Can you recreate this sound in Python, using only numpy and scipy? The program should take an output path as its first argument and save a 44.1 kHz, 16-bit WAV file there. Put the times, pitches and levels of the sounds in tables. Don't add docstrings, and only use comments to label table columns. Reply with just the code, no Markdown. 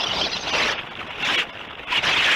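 import sys
import numpy as np
from scipy import signal
from scipy.fft import rfft, irfft, next_fast_len
from scipy.io import wavfile
from scipy.ndimage import uniform_filter1d, minimum_filter1d

SR = 44100
rng = np.random.default_rng(int(sys.argv[2]) if len(sys.argv) > 2 else 0)


def bounce(signal):
    frames = np.transpose(np.atleast_2d(signal))
    limited = np.clip(frames, -1, 1)
    pcm = np.round(limited * 32767).astype(np.int16)
    wavfile.write(sys.argv[1], SR, pcm)


def nominal_scale(level):
    x = np.asarray(level, float) / 20
    return 10 ** x


N = 103811


def evened(x):
    return x / np.sqrt(np.mean(x ** 2) + 1e-20)


def read(points, hz):
    f, value = np.transpose(points)
    return np.interp(np.log(hz + 1), np.log(f + 1), value)


def bump(t, centre, length):
    return np.cos(np.pi / 2 * np.clip((t - centre) / length, -1, 1)) ** 2


def servo():
    # pitch_hz, level_db, t60_s
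    shell_modes = [(2750, 0, .011), (3400, -2, .008), (2300, -5, .008), (1400, -8, .01), (5300, -27, .008),
                   (12000, -44, .005)]
    start_s, period_s, level_db, spread_db = .0122, .02, -29, 2.5
    at = np.round((start_s + period_s * np.arange(117)) * SR).astype(int)
    kicks = np.zeros(N)
    kicks[np.clip(at, 0, N - 1)] = nominal_scale(spread_db * rng.standard_normal(len(at)))
    kicks = signal.oaconvolve(kicks, np.hanning(70))[:N] * rng.standard_normal(N) * .3
    t = np.arange(900) / SR
    ring = sum(nominal_scale(db - 60 * t / t60) * np.sin(2 * np.pi * hz * t) for hz, db, t60 in shell_modes)
    ring = ring * (1 - np.exp(-t / .0005)) ** 2
    return nominal_scale(level_db) * signal.oaconvolve(kicks, ring)[:N]


def whistles():
    # centre_s, length_s, pitch_hz, level_db
    edge_tones = [(.006, 0.012, 4000, -39), (0.036, 0.015, 5100, -32), (0.044, 0.01, 3450, -19.5),
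                  (.057, 0.011, 4650, -36.5), (.073, 0.011, 3050, -17.5), (0.076, 0.023, 5700, -31),
                  (.092, 0.013, 3050, -27), (0.115, 0.012, 2950, -21), (.164, .012, 3700, -29),
                  (.172, 0.021, 4750, -28), (0.217, 0.0068, 3150, -14.5), (.228, 0.013, 3150, -20),
                  (0.247, 0.016, 3400, -20.5), (0.336, 0.028, 4150, -23.5), (0.416, .04, 6250, -39),
                  (.49, 0.014, 3300, -24.5), (0.517, 0.033, 6000, -34), (0.139, 0.017, 652, -28.5),
                  (0.175, 0.011, 960, -24.5), (.268, 0.013, 4700, -33), (0.148, .014, 5200, -34),
                  (.366, 0.026, 2930, -31), (1.932, 0.018, 992, -23), (0.572, 0.033, 5700, -37),
                  (0.694, 0.016, 1700, -15.5), (1.385, 0.035, 2900, -19), (1.975, 0.034, 2850, -18),
                  (2.126, 0.072, 2600, -23), (2.284, 0.03, 1700, -21), (2.33, 0.034, 2234, -19.5)]
    width_hz = 190
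    out = np.zeros(N + 4000)
    r = np.exp(-np.pi * width_hz / SR)
    a, b = rng.standard_normal((2, N + 4000))
    wobble = signal.lfilter([1], np.convolve([1, -r], [1, -r]), a + 1j * b)
    wobble = 0.78 + 0.63 * wobble / abs(wobble).mean()
    for s, length, hz, db in edge_tones:
        at = np.arange(max(round((s - length) * SR), 0), round((s + length) * SR))
        t = at / SR - s
        turns = hz * (t - 0.016 * t ** 2 / length)
        tone = (wobble[at] * np.exp(2j * np.pi * turns)).real
        out[at] += nominal_scale(db) * bump(t, 0, length) * tone
    return out[:N]


def wind(patchy_db=2.5, flicker_db=1.5, fizz_db=1.0, streak_db=2.0, swirl_db=2.0, crackle_db=1.0):
    # time_s, level_db, side_wind (0-1)
    gusts = [(0, -29, 0.89), (.08, -29, 0.61), (.22, -26.5, 0.99), (.3, -31.5, 0.9), (.42, -36.5, 0.89),
             (.55, -22, 0.64), (0.689, -20.5, 0.47), (.75, -30.5, 0.4), (.85, -37, 0.2), (1.17, -35, 0.25),
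             (1.25, -22, 0.37), (1.402, -15.5, 0), (1.452, -37.5, 0.31), (1.849, -39, 0.12),
             (1.92, -22.5, 0), (2.07, -19, 0.48), (2.2, -17.5, 0.2), (2.36, -17.5, 0)]
    # centre_s, length_s, level_db
    eddies = [(0.028, 0.011, -9), (0.137, 0.014, 4.5), (0.18, 0.025, 0.5), (0.365, .05, 6),
              (0.487, 0.015, 2.5), (0.52, 0.014, -3), (0.53, 0.012, -2), (0.718, 0.0075, 3.5),
              (0.793, 0.016, 4.5), (0.954, 0.017, -1.5), (1.009, 0.037, 6.5), (1.063, 0.041, -1.5),
              (1.112, 0.014, 7), (1.127, 0.028, -2.5), (1.241, 0.026, 6.5), (1.282, 0.02, 2),
              (1.431, 0.014, 2), (1.654, 0.0067, 7.5), (1.734, 0.028, -1), (1.795, 0.014, 7.5),
              (1.832, 0.022, 6.5), (1.897, .015, -2.5), (1.927, 0.0079, 6.5), (1.967, 0.036, 5.5),
              (2.01, 0.048, -10.5), (2.068, 0.015, 0.5), (2.2, 0.046, -2.5), (2.266, 0.023, 3),
              (2.33, 0.056, 4.5)]
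    # freq_hz, level_db (per Hz)
    calm = [(30, -7.5), (300, -5), (2000, -7), (2800, -7), (3600, -16.5), (4200, -36.5), (8000, -46.5),
            (15500, -52)]
    # freq_hz, level_db (per Hz)
    roar = [(30, -17), (300, -11), (1000, -8), (2700, 0), (3300, -3), (4300, -21.5), (7000, -28),
            (15500, -50)]
    # freq_hz, level_db (per Hz)
    sideways = [(30, -10.5), (200, -9), (740, -5), (1800, -13.5), (3140, -7.5), (5800, -13), (7000, -36.5),
                (15500, -58)]
    # time_s, pitch_hz
    roar_pitch = [(0, 2900), (.45, 2840), (.56, 2270), (.7, 2520), (1.2, 2780), (1.4, 2610), (1.9, 2600),
                  (1.98, 2730), (2.07, 2390), (2.24, 2830), (2.36, 2460)]
    calm_db, roar_db = -39, -22.5
    roar_hz, eddy_from_hz = 2700, 650
    fullness_db = 17

    frames, hz = N // 128 + 5, np.fft.rfftfreq(512, 1 / SR)
    t = np.arange(frames) * 128 / SR
    at, level_db, side = np.transpose(gusts)
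    push = (np.interp(t, at, level_db) - calm_db) / (roar_db - calm_db)
    push = np.clip(push, -.2, 1.2)[:, None]
    side = np.clip(np.interp(t, at, side), 0, 1.3)[:, None]

    shift = np.interp(t, *np.transpose(roar_pitch))[:, None] / roar_hz - 1
    stretch = 1 + shift * np.clip((4500 - hz) / 2000, 0, 1)
    ahead = read(calm, hz) * (1 - push) + read(roar, hz / stretch) * push
    body_db = -fullness_db * np.minimum(shift, 0) * np.exp(-(np.log((hz + 1) / 1200) / .9) ** 2)
    shape = nominal_scale(ahead * (1 - side) + read(sideways, hz) * side + body_db)
    roar_band = (hz > 1200) & (hz < 3600)
    shape = shape / np.sqrt((shape[:, roar_band] ** 2).sum(1, keepdims=True))

    a, b, patches = rng.standard_normal((3, frames, len(hz)))
    patches = uniform_filter1d(uniform_filter1d(patches, size=6, axis=0), size=5, axis=1)
    patches = evened(patches)
    flicker, fizz = uniform_filter1d(rng.standard_normal((2, frames, 1)), size=4, axis=1) * 2
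    streaks = evened(uniform_filter1d(rng.standard_normal((frames, len(hz))), size=10, axis=0))
    field_db = (patchy_db + swirl_db * side * (hz > 2500)) * patches
    field_db += flicker_db * flicker * (hz > 400)
    field_db += fizz_db * fizz * (hz > 6000)
    field_db += streak_db * streaks * np.clip(hz / 4000, .3, 1)
    eddy_db = sum(db * bump(t, s, length) for s, length, db in eddies)
    field_db += eddy_db[:, None] * 1.08 * hz / (hz + eddy_from_hz)

    spectrum = (a + 1j * b) * shape * nominal_scale(field_db)
    noise = signal.istft(spectrum.T, nperseg=512, noverlap=384)[1][:N]
    crackle = crackle_db * evened(uniform_filter1d(rng.standard_normal(N), size=130))
    t = np.arange(N) / SR
    loudness = np.sqrt((shape ** 2).sum(1).mean())
    return evened(noise) * loudness * nominal_scale(np.interp(t, at, level_db) + crackle)


def scene():
    return (servo() + whistles() + wind())[None]


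def starve(x):
    # centre_s, length_s, floor_db (re strongest partial), local_db (re neighbours)
    starved = [(.343, .0, -60, 1), (.515, .0, -30, 2.5), (.772, .04, -29, -6), (.899, .001, -20, 3),
               (1.092, .0, -26, -1), (1.24, .001, -17, 3), (1.369, .0, -17, 4.5), (1.517, .004, -20, 3),
               (1.69, .001, -27, -3), (1.86, .001, -20, 3.5)]
    overlap_s = .015
    out = x.copy()
    for s, length, floor_db, local_db in starved:
        reach = length / 2 + overlap_s
        at = np.arange(round((s - reach) * SR), round((s + reach) * SR))
        fade = np.sin(np.pi / 2 * np.clip(1 - (abs(at / SR - s) - length / 2) / overlap_s, 0, 1))
        lines = rfft(x[at] * fade)
        local = np.sqrt(uniform_filter1d(abs(lines) ** 2, size=25))
        threshold = np.maximum(abs(lines).max() * nominal_scale(floor_db), local * nominal_scale(local_db))
        kept = lines * (abs(lines) > threshold)
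        kept = kept * np.sqrt(np.linalg.norm(lines) / np.linalg.norm(kept)) + .03 * lines
        out[at] = x[at] * (1 - fade ** 2) + fade * irfft(kept, len(at))
    return out


def top_cut(x):
    return signal.sosfilt(signal.butter(12, 15860, fs=SR, output="sos"), x)


def record(dry):
    # freq_hz, width_hz, level_db
    notches = [(8660, 430, -10.5), (14600, 250, -4)]
    limit = 0.28
    peak = uniform_filter1d(-minimum_filter1d(-abs(dry[0]), size=61), size=61)
    x = dry[0] / (1 + (peak / limit) ** 4) ** 0.19
    size = next_fast_len(N)
    hz = np.fft.rfftfreq(size, 1 / SR)
    notch_db = sum(db * np.exp(-((hz - f) / width) ** 2) for f, width, db in notches)
    low_cut = 1 / np.sqrt(1 + (22 / (hz + 1)) ** 4)
    x = irfft(rfft(x, size) * nominal_scale(notch_db) * (hz < 15800) * low_cut, size)[:N]
    return top_cut(starve(x)[None])


dry = scene()
out = record(dry)
bounce(out)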